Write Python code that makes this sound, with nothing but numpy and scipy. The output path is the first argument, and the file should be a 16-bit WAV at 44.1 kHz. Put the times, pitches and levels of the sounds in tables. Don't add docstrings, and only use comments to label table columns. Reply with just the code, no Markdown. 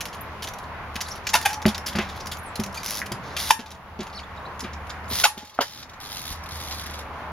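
import sys
import numpy as np
from scipy import signal
from scipy.fft import rfft, irfft, next_fast_len
from scipy.io import wavfile
from scipy.ndimage import uniform_filter1d, map_coordinates

SR = 44100
rng = np.random.default_rng(int(sys.argv[2]) if len(sys.argv) > 2 else 0)


def volts_from_decibels(level):
    exponent = np.asarray(level, float) / 20
    return 10 ** exponent


def output_pcm(signal):
    pcm = np.clip(np.atleast_2d(signal).T, -1, 1) * 32767
    wavfile.write(sys.argv[1], SR, np.round(pcm).astype(np.int16))


N = 322803
T = np.arange(N) / SR


def band(x, hz, width):
    return signal.lfilter(*signal.iirpeak(min(hz, .45 * SR), hz / width, fs=SR), x)


def body(x, modes):
    return sum((-1) ** k * volts_from_decibels(db) * band(x, hz, width) for k, (hz, width, db) in enumerate(modes))


def decay(t, t60):
    return np.exp(-np.log(1000) * t / t60)


def ring(t, hz, db, t60):
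    return volts_from_decibels(db) * np.sin(2 * np.pi * hz * t) * decay(t, t60)


def cut(x, lo_hz, hi_hz):
    return signal.sosfilt(signal.butter(3, [lo_hz, hi_hz], "band", fs=SR, output="sos"), x)


def top(x):
    return cut(band(x, 10400, 3000.0) + 0.2 * x, 7800, 15800)


def peak(x, db):
    return x * volts_from_decibels(db) / np.abs(x).max()


def rms(x):
    return x / np.sqrt(np.mean(x ** 2))


def add(out, x, s):
    i = int(s * SR)
    out[i:i + len(x)] += x[:N - i]


def walk(rate, size=N):
    k = int(SR / rate)
    steps = np.repeat(rng.standard_normal(size // k + 1), k)
    return 2.18 * uniform_filter1d(uniform_filter1d(steps, k), k)[:size]


def pulses(hz, jitter, scatter_db, chance):
    period = max(int(SR / np.mean(hz)), 1)
    unevenness = rms(uniform_filter1d(chance[0], period))
    cycle = np.floor(np.cumsum(hz / SR * (1 + jitter * unevenness)))
    return np.diff(cycle, prepend=0).clip(0, 1) * volts_from_decibels(scatter_db * chance[1])


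def brakes():
    # start in seconds, peak in dB, slip rate in Hz, fade length in ms, swell in ms.
    grabs = [(1.331, -2.5, 910, 7.4, 10.5), (1.347, -5.5, 719, 20, 6.4), (1.450, -4.5, 809, 14, 10.6),
             (1.488, -19.5, 812, 37, 2.5), (3.503, 1, 903, 8.5, 5.07), (5.236, 1, 722, 14, 4.3),
             (5.249, -5, 850, 8.5, 4.8), (2.766, -22, 2400, 9.9, 10.5)]
    # frequency in Hz, width in Hz, level in dB.
    fork_notes = [(1763, 100, -7.5), (2560, 120, -8), (2940, 110, -6), (3540, 240, -6), (4300, 160, -13),
                  (4780, 90, -11), (5720, 81, -12)]
    # frequency in Hz, width in Hz, level in dB.
    rim_notes = [(880, 110, -19), (560, 200, -21), (1170, 190, -9), (1470, 130, -4), (1800, 300, -8),
                 (2140, 120, -6), (2635, 540, -6), (3400, 610, -8), (5600, 1400, -5), (10400, 13600, -10)]
    # frequency in Hz, level in dB, t60 in seconds.
    rear_rim = [(868, -7.5, 1), (900, -3.5, 0.6), (985, 6, 0.091), (1810, -4, 0.35), (1670, -7, 0.4),
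                (2750, -12, .3)]
    front_rim = [(856, 0, 1.03), (838, -6, 1.1), (1133, -2, 0.061), (1860, -8.5, 0.45)]
    # start in seconds, level in dB.
    rear_rings = [(1.35, -27.5), (3.515, -28), (5.26, -32)]
    front_rings = [(1.47, -29), (5.26, -29.5), (5.61, -38.5)]
    slow_slip_hz, slow_note_db = 793, -9
    fork_spread, bright_db = .04, -3.5
    ring_duck = 0.71
    out, rings, ms = np.zeros(N), np.zeros(N), T[:SR // 8] * 1000
    draws = rng.standard_normal((len(grabs), 3, SR // 8))
    for (s, db, hz, fade_ms, swell_ms), chance in zip(grabs, draws):
        swell = np.clip(ms / swell_ms, 0, 1) ** 1.14
        grip = swell * np.exp(-np.clip(ms - swell_ms, 0, None) / (0.5 * fade_ms))
        slip_hz = hz * (1 - 0.0014 * ms).clip(.8, 1)
        scrape = 0.13 * chance[2]
        slips = (pulses(slip_hz, 0.055, 2.54, chance) + scrape) * grip
        fork = [(f * (1 + fork_spread * c), w, g) for (f, w, g), c in zip(fork_notes, chance[2, -8:])]
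        squawk = volts_from_decibels(slow_note_db * (hz < slow_slip_hz)) * 0.98 * band(slips, hz, 104.0)
        squawk = squawk + 0.67 * band(slips, 2 * hz, 210.0)
        squawk = squawk + volts_from_decibels(bright_db) * body(slips, rim_notes[3:]) + 0.23 * body(slips, rim_notes[:3])
        squawk = squawk + 0.75 * body(slips + scrape * grip, fork)
        add(out, peak(cut(squawk, 380, 11400), db), s)
    for modes, strikes in ((rear_rim, rear_rings), (front_rim, front_rings)):
        for s, db in strikes:
            disturbed = sum(ring(T[:SR], *mode) * volts_from_decibels(1.7 * walk(50, size=SR)) for mode in modes)
            add(rings, volts_from_decibels(db) * disturbed, s)
    return out + rings * volts_from_decibels(ring_duck * ducking())


def thuds():
    # start in seconds, peak in dB, main note
    # in Hz, slap in dB.
    landings = [(0.957, -34, 231, -3), (1.655, -7.5, 212.7, -10), (1.952, -19, 191.5, -2),
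                (1.967, -21.5, 216, -11), (1.985, -16.5, 209, 5), (2.593, -17.5, 215, -15),
                (3.116, -24.5, 199, -6.5), (3.591, -28.5, 240, -6), (3.991, -23, 229, -13),
                (4.014, -26, 206, -7), (4.625, -29, 245, -13), (4.644, -27.5, 206, 1),
                (5.11, -27, 234, -12), (5.373, -31.5, 213, -9), (5.428, -37, 249, -14),
                (5.588, -22, 265, -6)]
    # ratio to the main note, level in dB, t60 in seconds.
    stack_modes = [(.25, -16, .2), (.52, -10.5, .2), (.86, -8, .14), (1.0, 0, 0.6), (1.17, -14.5, 0.088),
                   (1.72, -5.5, 0.18), (2.3, -19, 0.056), (2.85, -10.5, 0.13), (3.7, -20, 0.075)]
    # time in seconds, frequency in Hz, level in dB.
    tyre_air = [(1.75, 194.5, -53), (2.15, 194, -54), (2.5, 194, -56), (2.75, 193.6, -50),
                (3.19, 193.6, -48), (3.31, 193.6, -61), (4.0, 190, -58), (4.25, 190, -53), (4.55, 190, -60),
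                (4.9, 189, -54), (5.23, 188.7, -53)]
    out, t = np.zeros(N), T[:SR // 3]
    for (s, db, hz, slap_db), chance in zip(landings, rng.standard_normal((len(landings), SR // 3))):
        modes = 0
        for (ratio, level, t60), c, e in zip(stack_modes, chance, chance[8:]):
            varies = abs(ratio - 1) > .1
            modes = modes + ring(t, hz * ratio * (1 + 0.032 * c * varies), level + 2.8 * e * varies, t60)
        rattle = 0.21 * peak(cut(chance, 216, 840) * np.exp(-t / 0.016), 0)
        contact_s = 0.038 * volts_from_decibels(0.32 * (db + 9))
        boom = modes * (1 - np.exp(-t / 0.00096)) * np.exp(-(t / contact_s) ** 2)
        add(out, peak(cut(peak(boom, 0) + rattle, 45, 2900), db), s)
        slap = cut(chance[::-1], 495, 2960) * np.exp(-t / 0.03)
        add(out, peak(slap, db + min(slap_db, 0) + 0.5), s)
    s, hz, db = np.transpose(tyre_air)
    hum = np.sin(2 * np.pi * np.cumsum(np.interp(T, s, hz) + 3.0 * walk(20)) / SR) * np.sqrt(2)
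    return out + hum * volts_from_decibels(np.interp(T, s, db, -120, -120) + 3.0 * walk(22))


def knocks():
    # start in seconds, peak in dB, note in Hz, width in Hz, t60 in seconds.
    blows = [(0.9549, -23.5, 1890, 1800, 0.071), (1.343, -15, 890, 110, 0.025),
             (1.268, -22.5, 2300, 1200, 0.04), (1.654, -6.5, 2200, 2300, 0.0022),
             (3.0165, -14.5, 1950, 593, 0.024), (3.021, -26, 1800, 500, 0.07), (3.111, -30, 130, 97.2, .12),
             (3.5050, -4, 933, 188, 0.024), (5.2354, -4.5, 2940, 2400, 0.054),
             (5.238, -12, 10400, 3000, 0.09), (5.247, -9, 2860, 2400, 0.044), (5.25, -16, 1100, 300, 0.084),
             (5.580, -29, 1800, 2400, 0.015), (5.5882, -9, 720, 250, 0.02), (5.5883, -9, 1290, 300, 0.02),
             (5.602, -17.5, 900, 503, 0.096), (5.606, -17, 3150, 1490, 0.062),
             (5.612, -23, 1600, 800, 0.09), (5.615, -40, 4670, 400, 0.026), (6.302, -30, 62, 55, 0.096),
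             (5.24, -30, 540, 45, .025), (5.11, -32, 95, 40, .12), (3.995, -32, 360, 50, .1),
             (5.25, -10, 845, 75, .02), (3.5, -22, 3000, 2500, .04), (3.506, -16, 6000, 3000, .045),
             (3.507, -17, 10600, 3000, .045), (3.535, -31, 11000, 2800, .06),
             (5.275, -26, 10500, 2800, .06), (3.505, -17, 1790, 130, .025), (5.592, -22, 480, 200, .09),
             (1.338, -16, 5600, 1200, .04), (1.352, -19, 5600, 1200, .05), (5.238, -14, 5600, 2000, .06)]
    clean_t60_s, click_db = .028, 16
    out, t = np.zeros(N), T[:8192]
    for (s, db, hz, width, t60), chance in zip(blows, rng.standard_normal((len(blows), 8192))):
        rattle = chance * decay(t, t60) * (1 - np.exp(-t / (0.08 * t60)))
        click = np.exp(-((t - .0007) / 0.00011) ** 2)
        blow = rattle - volts_from_decibels(click_db) * (t60 < clean_t60_s) * click
        for broad in (width, 1.4 * width, min(7.1 * width, SR / 2.1)):
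            blow = band(blow, hz, broad)
        add(out, peak(blow, db), s)
    return out


def ticks():
    # start in seconds, peak in dB, note in Hz.
    chain = [(.485, -25, 5900), (.5357, -29.5, 5730), (.942, -40, 5330), (1.0096, -16, 4820),
             (1.2995, -21.5, 5750), (1.4115, -21, 6600), (1.4247, -23, 4680), (1.6616, -15, 4480),
             (1.7783, -20, 5270), (1.9859, -19, 5430), (2.2567, -26.5, 5600), (2.2694, -22, 4870),
             (2.369, -30, 5770), (2.5977, -20.5, 4670), (2.6355, -19.5, 5500), (2.661, -28, 5390),
             (2.7262, -37, 4970), (2.8307, -22, 5750), (3.1185, -19, 4770), (3.7044, -34, 5260),
             (4.5929, -24.5, 6470), (4.6039, -20.5, 5200), (6.436, -30.5, 4840)]
    links = [(1.016, -22, 4800), (4.868, -38, 3000), (4.894, -30, 5000), (5.04, -40, 4500),
             (5.055, -42, 5200), (5.08, -35, 6500), (5.447, -36, 6560), (5.472, -39, 6500)]
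    spokes = [(.0054, -18, 2650), (.0536, -19.5, 2800), (.1444, -43, 3700), (.4392, -24, 3000),
              (.584, -31, 4050), (.9552, -21, 3070), (1.081, -27, 4300), (1.529, -18.5, 4370),
              (2.5548, -21, 4120), (2.563, -38, 3830), (3.0585, -27, 2730), (3.3652, -16, 3030),
              (3.7137, -30.5, 3600), (4.029, -31, 3540), (5.3758, -28, 3230), (5.4934, -35, 3180),
              (5.543, -37, 4000), (6.4587, -30.5, 3580), (6.4877, -29, 4160), (6.8604, -25.5, 3460),
              (6.9371, -28, 3470), (6.9875, -25.5, 3470)]
    levers = [(.016, -26, 5900), (.0822, -32, 5200), (.471, -20.5, 3380), (.637, -38, 3730),
              (1.0054, -17.5, 6050), (1.268, -14.5, 5200), (1.2893, -17.5, 5100), (1.4504, -17.5, 3180),
              (1.503, -22, 5180), (1.5386, -20.5, 5600), (1.6174, -21, 3620), (1.7447, -19.5, 3600),
              (1.928, -26.5, 3310), (2.2025, -27.5, 4970), (3.7444, -40.5, 3130), (3.9897, -36, 3340),
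              (4.0036, -25, 3250), (4.0966, -36, 4330), (4.1994, -32, 3750), (4.362, -41, 4500),
              (4.637, -29, 3200), (4.7307, -31, 5200), (4.8995, -20.5, 3400), (5.826, -27.5, 3480),
              (5.893, -35, 3700), (5.9339, -38, 3960)]
    cables = [(.1274, -28, 3000), (2.0096, -28, 3700), (2.087, -27, 3450), (3.382, -21, 3400),
              (3.59, -28.5, 2870), (3.6574, -32.5, 3560), (4.064, -32, 2990), (4.129, -37, 4390),
              (5.3852, -28.5, 3360), (6.7074, -21, 4150)]
    pedals = [(.4216, -23, 3270), (1.152, -33, 3100), (1.6787, -17, 3400), (1.8612, -17.5, 4900),
              (1.8786, -19.5, 3400), (1.9542, -22.5, 4700), (2.158, -32.5, 3270), (2.314, -19.5, 3430),
              (2.7422, -26, 6200), (5.098, -26, 3830), (5.4194, -39, 3480), (5.4494, -39, 3600),
              (5.607, -15.5, 4800), (5.616, -29, 3330)]
    pawls = [(6.0901, -38, 3410), (6.1275, -35, 4510), (6.1575, -30, 3030), (6.1934, -32, 4100),
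             (6.2173, -31, 4190), (6.2538, -30, 3180), (6.3031, -27, 3890), (6.3201, -29, 3900),
             (6.3575, -36, 4000), (6.2787, -33, 3600), (6.6074, -31, 3900), (6.9486, -36, 3700),
             (6.5092, -37, 3790), (6.5705, -32, 3920), (6.7382, -31, 4400), (6.7915, -34, 4090),
             (6.8135, -30, 3880), (6.8369, -31, 3810), (6.9083, -33, 3680)]
    # contacts, bright top in dB, t60 in seconds.
    parts = [(chain, -5, 0.031), (spokes, -5.5, 0.047), (levers, -13.5, 0.048), (cables, -12, 0.11),
             (pedals, -6.5, 0.089), (pawls, -1, 0.022), (links, -3.5, .035)]
    out, t = np.zeros(N), T[:4096]
    for contacts, top_db, t60 in parts:
        fade = decay(t, t60) * (1 - np.exp(-t / (0.04 * t60)))
        chance = rng.standard_normal((len(contacts), 2, 4096))
        clumping = volts_from_decibels(21.4 * uniform_filter1d(chance[:, 1], size=40))
        spray = chance[:, 0] * clumping * fade
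        for (s, db, hz), raw, broad, bright in zip(contacts, spray, cut(spray, 1220, 7150), top(spray)):
            note = band(raw, hz, 420.0) * 1.84
            add(out, peak(note + broad, db) + peak(bright, db + top_db), s)
    return out


def freewheel():
    # start in seconds, length
    # in seconds, level in dB, pawl clicks per second, chain hiss from 0 to 1.
    spins = [(1.36, 0.15, -44.5, 74, .9), (1.996, 0.24, -51, 53, .9), (2.564, 0.34, -58.5, 60, .9),
             (2.844, .15, -33, 113, 0.075), (3.231, 0.16, -50, 110, 1), (3.383, 0.12, -32, 115, 0.4),
             (5.111, 0.11, -29, 95, 1), (5.29, 0.3, -54.5, 63, .9), (5.643, 0.17, -43, 77, 0.21),
             (6.002, 0.075, -40.5, 104, 0.2), (6.09, 0.06, -39, 103, 0.2), (6.1575, 0.088, -39, 86, 0.2),
             (6.2538, 0.08, -38, 83, 0.22), (1.02, .155, -49, 60, .9), (1.24, .025, -52, 60, .9),
             (2.75, .07, -47, 60, .9), (6.34, .09, -54, 60, .9), (6.509, 0.31, -39.5, 88, 0.3),
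             (6.821, 0.19, -45.5, 54, 0.25)]
    # frequency in Hz, width in Hz, level in dB.
    hub_modes = [(3840, 2400, 0.5), (6100, 2400, 2.5), (2200, 750, -2.5)]
    release_s, slowing_per_s = 0.013, .4
    near_db, near_top_db, top_db_per_db = -33, -2, 0.6
    out = np.zeros(N)
    for s, length, db, hz, blur in spins:
        t = T[:int((length + 5 * release_s) * SR)]
        chance = rng.standard_normal((5, SR // 2))[:, :len(t)]
        rate = hz * (1 - slowing_per_s * t)
        clicks = (t == 0) + pulses(rate, .04, 2.9, chance[:2])
        clicks = clicks + blur * pulses(rate * 1.7, 0.22, 6.1, chance[2:4])
        bursts = np.convolve(clicks, np.exp(-T[:1024] / 0.0028))[:len(t)]
        burst = chance[4] * (bursts + blur)
        if blur > .08:
            note = 1.3 * band(burst, 3600, 700.0)
        else:
            note = 1.4 * band(burst, 5200, 1400.0)
        top_db = near_top_db + top_db_per_db * (db - near_db)
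        shell = rms(body(burst, hub_modes) + note) + volts_from_decibels(top_db) * rms(top(burst))
        add(out, shell * volts_from_decibels(db) * np.exp(-(t - length).clip(0) / release_s), s)
    return out


def chirps():
    # start in seconds, length in seconds, first pitch in Hz, last pitch in Hz, level in dB.
    glides = [(.147, 0.0091, 13100, 9000, -47), (0.207, 0.011, 9100, 13600, -41.5),
              (0.213, .012, 13700, 14000, -42), (0.625, 0.02, 14100, 5040, -55),
              (1.058, 0.013, 3300, 4600, -43), (1.08, 0.013, 8800, 10400, -47),
              (1.092, 0.022, 10350, 5030, -42), (1.11, 0.019, 5000, 6100, -36),
              (2.38, .024, 13500, 8350, -47), (2.427, 0.027, 12300, 9500, -53),
              (2.451, 0.046, 10200, 7600, -44.5), (2.773, .012, 4590, 4640, -39),
              (4.126, .014, 5600, 2600, -48), (4.136, .008, 5600, 5000, -52),
              (4.147, .011, 4180, 4600, -39), (4.157, .009, 4560, 5870, -45),
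              (4.166, .007, 5900, 4400, -49), (4.169, 0.0114, 4470, 4450, -38),
              (4.179, 0.012, 4160, 3690, -40), (4.189, 0.012, 3700, 1980, -40.5),
              (4.191, 0.016, 5200, 4100, -45), (4.233, 0.013, 3300, 3560, -46.5),
              (1.86, 0.012, 7600, 3600, -38), (4.373, .012, 3770, 3780, -49.5),
              (4.451, 0.018, 3600, 4200, -47.5), (5.087, 0.033, 9200, 13700, -37),
              (1.066, .014, 10000, 11400, -52), (1.152, .02, 9500, 12200, -50),
              (2.742, .055, 6500, 6450, -50), (2.785, .03, 4600, 4600, -50)]
    glide_bend = 0.82
    out = np.zeros(N)
    for (s, length, from_hz, to_hz, db), chance in zip(glides, rng.standard_normal((len(glides), 2, 4096))):
        t = T[:int(length * SR)]
        pitch = from_hz + (to_hz - from_hz) * (t / length) ** glide_bend
        waver, flutter = (rms(uniform_filter1d(c[:len(t)], size=50)) for c in chance)
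        phase = 2 * np.pi * np.cumsum(pitch * (1 + 0.022 * waver)) / SR
        tone = np.sin(phase) + 0.19 * np.sin(2 * phase) * (pitch < 7500)
        level = volts_from_decibels(db + 3.0 * flutter)
        add(out, np.sqrt(2) * tone * level * signal.windows.tukey(len(t), .3), s)
    return out


def traffic():
    # frequency in Hz, level in dB per Hz.
    roar = [(15, -25), (25, -11), (60, -9), (100, -6.5), (210, -10.5), (340, -16), (700, -10.5), (1030, -8),
            (1600, -14.5), (2140, -18.5), (3530, -31.5), (6900, -43), (12000, -46.5), (16000, -58)]
    # time in seconds, hum level in dB.
    engine_load = [(0, -45.5), (.65, -43.5), (1.4, -49), (1.8, -45), (2.5, -46.5), (3.1, -49.5), (4.0, -43),
                   (4.6, -41), (5.2, -43.5), (5.9, -45), (6.6, -40.5), (7.32, -46.5)]
    roar_db, hum_hz, hum_wander_hz, hum_duck = -38.5, 77, 1.2, 1.4
    car_s, car_rise_s, car_db, car_octave = 6.85, .3, 3.5, 5
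    size = 2 * next_fast_len(N // 2 + 1)
    f = np.fft.rfftfreq(size, 1 / SR)[1:]
    roar_hz, level = np.transpose(roar)
    shape = volts_from_decibels(np.interp(np.log(f), np.log(roar_hz), level))
    mid, side = (rfft(rng.standard_normal(N), size)[1:] * shape for _ in range(2))
    side = side * np.clip(f / 3200 + 20.0 / f, .17, 1)
    car = car_db * ((T - car_s) / car_rise_s).clip(0, 1)
    out, octave = 0, np.log2(f / 30).clip(0, 9)
    for k in range(10):
        share = np.clip(1 - np.abs(octave - k), 0, 1)
        m, d = (irfft(np.r_[0, v * share], size)[:N] for v in (mid, side))
        flicker = volts_from_decibels(0.73 * walk(5 + k) + car * (k == car_octave))
        out = out + flicker * np.array([m + d, m - d])
    out = out / np.sqrt(np.mean(cut(out.mean(axis=0), 333, 2170) ** 2))
    phase = 2 * np.pi * np.cumsum(hum_hz + hum_wander_hz * walk(5.9)) / SR
    hum = np.sqrt(2) * np.sin(phase) * volts_from_decibels(0.53 * walk(7.9))
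    hum = hum + 0.76 * rms(band(rng.standard_normal(N), hum_hz, 6.0))
    hum_db = np.interp(T, *np.transpose(engine_load)) + hum_duck * ducking()
    return out * volts_from_decibels(roar_db + ducking()) + hum * volts_from_decibels(hum_db)


def ducking():
    # blow in seconds, gain change in dB.
    loud_blows = [
        (3.51, -7.5),
        (5.24, -10),
        (5.45, -5),
    ]
    fall_s, hold_s, recover_s = 0.031, 0.28, 0.44
    gain = 0
    for s, db in loud_blows:
        fall = ((T - s) / fall_s).clip(0, 1)
        gain = gain + db * fall * np.exp(-(T - s - hold_s).clip(0) / recover_s)
    return gain


def scene():
    # time in seconds, right port's lag in samples.
    lag = [(0, 0.54), (2.5, 0.63), (4.5, 1.34), (5.3, 2.44), (6.0, 3.4), (7.32, 3.8)]
    yard_db, yard_t60_s = -9, 0.18
    bike = brakes() + thuds() + knocks() + ticks() + freewheel() + chirps()
    heard_at = np.arange(N) - np.interp(T, *np.transpose(lag))
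    late = map_coordinates(bike, [heard_at], order=3, mode="nearest")
    t = T[:SR // 3]
    tail = rng.standard_normal((2, len(t))) * decay(t, yard_t60_s) * np.clip(t / 0.00087, 0, 1)
    tail = signal.lfilter([1, -.75], [1], cut(tail, 340, 10100))
    tail = tail / np.sqrt(np.sum(tail[0] ** 2))
    echo = signal.fftconvolve(bike[None], tail, axes=1)[:, :N]
    return np.array([bike, late]) + volts_from_decibels(yard_db) * echo + traffic()


def low_pass(x):
    return signal.sosfilt(signal.butter(12, 16430, fs=SR, output="sos"), x)


def record(dry):
    notch_hz, notch_width_hz, hiss_db, top_hz = 8184, 2230, -65, 15900
    x = dry + volts_from_decibels(hiss_db) * cut(rng.standard_normal(dry.shape), 2200, 16000)
    for sharpness in (notch_hz / notch_width_hz, 14.):
        x = signal.lfilter(*signal.iirnotch(notch_hz, sharpness, fs=SR), x)
    whine = volts_from_decibels(-76.5) * np.sin(2 * np.pi * 8800 * T)
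    x = x + whine * np.array([[1], [-1]])
    x = signal.sosfilt(signal.ellip(12, .2, 70, top_hz, fs=SR, output="sos"), x)
    return low_pass(np.clip(x, -1, 1))


dry = scene()
out = record(dry)
output_pcm(out)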